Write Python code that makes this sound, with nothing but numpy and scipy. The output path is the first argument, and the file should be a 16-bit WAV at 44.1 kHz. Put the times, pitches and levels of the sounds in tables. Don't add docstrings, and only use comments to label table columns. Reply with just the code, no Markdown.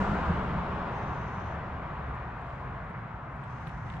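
import sys
import numpy as np
from scipy import signal
from scipy.fft import rfft, irfft
from scipy.io import wavfile
from scipy.ndimage import uniform_filter1d

SR = 44100
rng = np.random.default_rng(int(sys.argv[2]) if len(sys.argv) > 2 else 0)


def wav_record(signal):
    frames = np.transpose(np.atleast_2d(signal))
    bounded = np.clip(frames, -1, 1)
    quanta = np.round(bounded * 32767).astype(np.int16)
    wavfile.write(sys.argv[1], SR, quanta)


N = 176400
T = np.arange(N) / SR
HZ = np.fft.rfftfreq(N, 1 / SR)


def tyres():
    spectrum = [(20, -30), (200, -2.5), (260, -3), (320, -2), (370, -2.5), (410, -1.5), (460, -3.5),
                (560, -2.5), (735, 1), (840, 0), (945, 2.5), (1040, 1.8), (1200, 0), (1420, -3.5),
                (1700, -7), (2000, -11), (2550, -17), (2800, -19.5), (3700, -27), (4700, -35.5),
                (6000, -42), (7500, -45.5), (9200, -57), (11000, -79), (15000, -83)]
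    fade = [(0, -32), (.3, -33), (.62, -35.5), (.88, -35.5), (1.15, -37.5), (1.7, -39.5), (2.2, -40.5),
            (2.45, -42), (2.9, -42.5), (3.25, -44.5), (4, -44.5)]
    # frequency_hz, slope_db_per_s
    dulling = [(200, -0.5), (350, -2.2), (520, -0.58), (800, 0.5), (1100, 0.16), (1450, 1), (2100, 1),
               (3000, -1.06), (5000, -2), (9000, -1.6)]
    hz, t, bands = signal.stft(outdoor_noise(spectrum), SR, nperseg=1024, noverlap=768)
    dulling_db = read(dulling, hz)[:, None] * (t - 1)
    patches = uniform_filter1d(rng.standard_normal((len(t), len(hz))), size=18, axis=0)
    patches_db = 0.92 * unit_rms(uniform_filter1d(patches, size=4, axis=1)).T
    ring_db, overhead_s = 3, 0.52
    tread_db = ring_db * resonance(hz[:, None], 1460, log_width=0.1) / (1 + (t / overhead_s) ** 4)
    bands = bands * amp(dulling_db + tread_db + patches_db)
    roar = signal.istft(bands, nperseg=1024, noverlap=768)[1][:, :N]
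    return roar * amp(curve(fade)[0])


def tread_hiss():
    spectrum = [(1000, -17), (3500, -7.5), (5000, 0), (7500, -3.5), (9000, -13), (10500, -23), (15000, -38)]  # frequency_hz, density_db
    start_db, fade_db_per_s = -62, -43
    return diffuse_noise(amp(read(spectrum, HZ))) * amp(start_db + fade_db_per_s * T)


def deck():
    spectrum = [(12, -32.5), (22, 5.5), (38, -3), (58, 3.5), (80, 6), (108, -7.5), (132, 1), (160, -1),
                (182, 5), (212, -2), (240, -8.5), (400, -32.5), (1000, -85)]
    start_db, sag_db_per_s, off_deck_s = -31, -4, 0.6
    drop_db, drop_s, ring_db_per_s = -3.5, 0.026, -5
    after_s = np.maximum(T - off_deck_s, 0)
    release_db = drop_db * np.minimum(after_s / drop_s, 1) + ring_db_per_s * after_s
    return outdoor_noise(spectrum) * amp(start_db + sag_db_per_s * T + release_db)


def joint_thuds():
    impacts = [(.003, -26.5), (.086, -26.5), (.29, -25), (.378, -29.5), (0.515, -25), (.572, -34.5)]  # start_s, level_db
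    modes = [(78.8, -3.5, 0.022), (117, -7.5, 0.017), (176.3, -2, 0.026), (199.3, -1.5, 0.02)]  # frequency_hz, gain_db, decay_s
    rise_s, detuning = 0.015, 0.053
    out = np.zeros(N)
    for start_s, level_db in impacts:
        for hz, gain_db, decay_s in modes:
            pitch_hz = hz * (1 + detuning * rng.uniform(-1.05, 1))
            ring = np.sin(2 * np.pi * pitch_hz * (T - start_s))
            out += amp(level_db + gain_db) * blow(start_s, rise_s, decay_s) * ring
    return out


def road_rumble():
    spectrum = [(15, -25), (32, -13.5), (50, 1), (90, 0), (115, 5), (155, 2), (195, -6), (240, -10),
                (400, -22.5), (1000, -79.5)]
    swell = [(0, -43), (1.1, -40), (1.6, -40), (2.3, -43), (2.8, -41.5), (3.25, -42), (3.6, -40.5),
             (4, -39)]
    return outdoor_noise(spectrum) * amp(curve(swell)[0])


def engine():
    exhaust = [(1.2, 82.6, -66), (1.5, 78.5, -46), (1.75, 72.75, -42), (1.95, 68.25, -45),
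               (2.3, 68.8, -41.5), (2.65, 66.9, -51.5), (2.9, 67.37, -57), (4, 65.3, -59)]
    hum = [(0, 48.8, -67), (1.5, 51, -64), (2.3, 50.04, -46), (3.1, 49.65, -54.5), (4, 49.44, -63)]  # time_s, pitch_hz, level_db
    pitch_waver, flutter_db = 0.0066, 2.5
    out = np.zeros(N)
    for note, octave_db in (exhaust, -11), (hum, -19):
        pitch_hz, level_db = curve(note)
        phase = 2 * np.pi * np.cumsum(pitch_hz * (1 + pitch_waver * drift(4.3))) / SR
        tone = np.sin(phase) + amp(octave_db) * np.sin(2 * phase)
        out += np.sqrt(2) * amp(level_db + flutter_db * drift(5.8)) * tone
    return out


def rod():
    knocks = [(3.432, -50), (3.667, -47), (3.69, -53), (3.892, -54), (3.963, -48)]  # start_s, level_db
    knock_spectrum = [(100, -7), (400, 4), (2000, 7), (3500, -3), (5000, -31), (9000, -29), (15000, -51.5)]  # frequency_hz, density_db
    clicks = [(3.671, -48), (3.692, -55), (3.9005, -46), (3.938, -48)]  # start_s, level_db
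    click_spectrum = [(500, -17), (2200, 3), (3600, 3), (5000, -19), (8000, -24), (12000, -35),
                      (15000, -50)]
    knocking = sum(amp(db) * blow(s, rise_s=0.005, decay_s=0.0092) for s, db in knocks)
    clicking = sum(amp(db) * blow(s, rise_s=0.00081, decay_s=0.0019) for s, db in clicks)
    return (diffuse_noise(amp(read(knock_spectrum, HZ))) * knocking
            + diffuse_noise(amp(read(click_spectrum, HZ))) * clicking)


def sleeve():
    spectrum = [(100, 2.5), (420, 3), (900, -7.5), (2000, -3.5), (4000, -15), (8000, -25), (10000, -36.5),
                (12000, -42.5), (15000, -63)]
    motion = [(2.2, -78), (2.5, -61.5), (2.85, -70), (3.25, -70), (3.45, -61.5), (3.68, -55.5),
              (3.82, -60.5), (3.92, -54.5), (4, -58)]
    grain_db = drift(70)
    return diffuse_noise(amp(read(spectrum, HZ))) * amp(curve(motion)[0] + grain_db)


def tackle():
    ticks = [(1.998, -80, 7770, 0.00091), (2.085, -78, 7800, .001), (2.151, -71.5, 7450, .002),
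             (2.416, -73, 7450, 0.0024), (2.766, -78, 8015, .001), (3.358, -75, 7940, .002),
             (3.433, -73, 8250, 0.0088), (3.619, -77, 9000, .002), (3.66, -79, 11000, .014),
             (3.678, -60.5, 10400, 0.0012), (3.897, -76, 7900, .003)]
    out = np.zeros((2, N))
    for start_s, level_db, ring_hz, rise_s in ticks:
        ring = diffuse_noise(resonance(HZ, ring_hz, log_width=0.14))
        strike = blow(start_s, rise_s, decay_s=0.0008)
        tail = amp(-13) * blow(start_s, rise_s, decay_s=0.016)
        out += amp(level_db) * ring * (strike + tail)
    return out


def insect():
    buzzes = [(0.908, 1.51, -72.5), (3.45, 3.9, -78.5)]  # start_s, end_s, level_db
    wing_spectrum = [(4000, -39), (5100, -13), (5500, -7), (5850, -8), (6150, -2), (6330, -3),
                     (6600, -11.5), (7000, -16), (8500, -29), (12000, -59)]
    rise_s, fall_s, stroke_hz, depth = 0.052, 0.08, 17, 0.17
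    envelope = sum(amp(db) * np.clip(np.minimum((T - start) / rise_s, 1 - (T - end) / fall_s), 0, 1)
                   for start, end, db in buzzes)
    strokes = 1 + depth * np.sin(2 * np.pi * np.cumsum(stroke_hz + drift(4)) / SR)
    return diffuse_noise(amp(read(wing_spectrum, HZ))) * envelope * strokes * pan(right_db=2)


def chirps():
    peeps = [(2.841, 0.015, 9480, -87), (2.888, .01, 8280, -92), (2.897, .009, 8750, -81),
             (2.902, 0.0144, 9900, -86)]
    jittered_s = np.cumsum(1 + 0.022 * drift(400)) / SR
    out = np.zeros(N)
    for start_s, length_s, pitch_hz, level_db in peeps:
        arch = np.sin(np.pi * np.clip((T - start_s) / length_s, 0, 1))
        out += np.sqrt(2) * amp(level_db) * arch * np.sin(2 * np.pi * pitch_hz * jittered_s)
    return out


def air():
    spectrum = [(100, -4), (3000, 8), (5000, 5.5), (8000, 0.5), (10500, -16), (15000, -26.5)]  # frequency_hz, density_db
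    return amp(-90) * diffuse_noise(amp(read(spectrum, HZ)))


def outdoor_noise(spectrum):
    likeness = [(60, 0.99), (150, 1), (320, 0.95), (700, 0.78), (1150, 0.86), (1700, 0.54), (2600, 0.67),
                (4500, 0.062)]
    balance = [(90, -0.5), (200, -0.2), (450, 2), (1100, 1.5), (1800, 3.5), (2700, 2), (4800, -0.5)]  # frequency_hz, left_minus_right_db
    lead = [(60, 0.12), (340, 0.23), (860, -0.29), (1300, -0.67), (1750, -0.55), (2800, -0.79)]  # frequency_hz, left_lead_rad
    left, unrelated = rfft(rng.standard_normal((2, N)))
    coherence = read(likeness, HZ)
    right = coherence * left + np.sqrt(1 - coherence ** 2) * unrelated
    right *= np.exp(-1j * read(lead, HZ))
    side = amp(read(balance, HZ) / 2)
    return unit_rms(irfft(np.array([left * side, right / side]) * amp(read(spectrum, HZ)), N))


def diffuse_noise(gain):
    return unit_rms(irfft(rfft(rng.standard_normal((2, N))) * gain, N))


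def blow(start_s, rise_s, decay_s):
    rise = np.sin(np.pi / 2 * np.clip((T - start_s) / rise_s, 0, 1)) ** 2
    return rise * np.exp(-np.maximum(T - start_s - rise_s, 0) / decay_s)


def resonance(hz, centre_hz, log_width):
    return np.exp(-0.5 * (np.log((hz + 1) / centre_hz) / log_width) ** 2)


def drift(rate_hz):
    return unit_rms(irfft(rfft(rng.standard_normal(N)) * np.exp(-(HZ / rate_hz) ** 2), N))


def pan(right_db):
    return amp(np.array([[-1], [1]]) * right_db / 2)


def read(points, hz):
    frequency_hz, value = np.transpose(points)
    return np.interp(np.log(hz + 1), np.log(frequency_hz + 1), value)


def curve(points):
    time_s, *columns = np.transpose(points)
    return [np.interp(T, time_s, column) for column in columns]


def amp(db):
    return 10 ** (np.asarray(db) / 20)


def unit_rms(x):
    return x / np.sqrt(np.mean(x ** 2) + 1e-20)


def scene():
    vehicle = tyres() + tread_hiss() + deck() + joint_thuds() + road_rumble() + engine()
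    fishing = (sleeve() + rod() + tackle()) * pan(right_db=1)
    return vehicle + fishing + insect() + chirps() + air()


def record(dry):
    fade_s, edge_hz = 0.002, 15100
    ends = np.minimum(np.minimum(T, T[::-1]) / fade_s, 1)
    return signal.sosfiltfilt(signal.butter(12, edge_hz, fs=SR, output="sos"), dry * ends)


dry = scene()
out = record(dry)
wav_record(out)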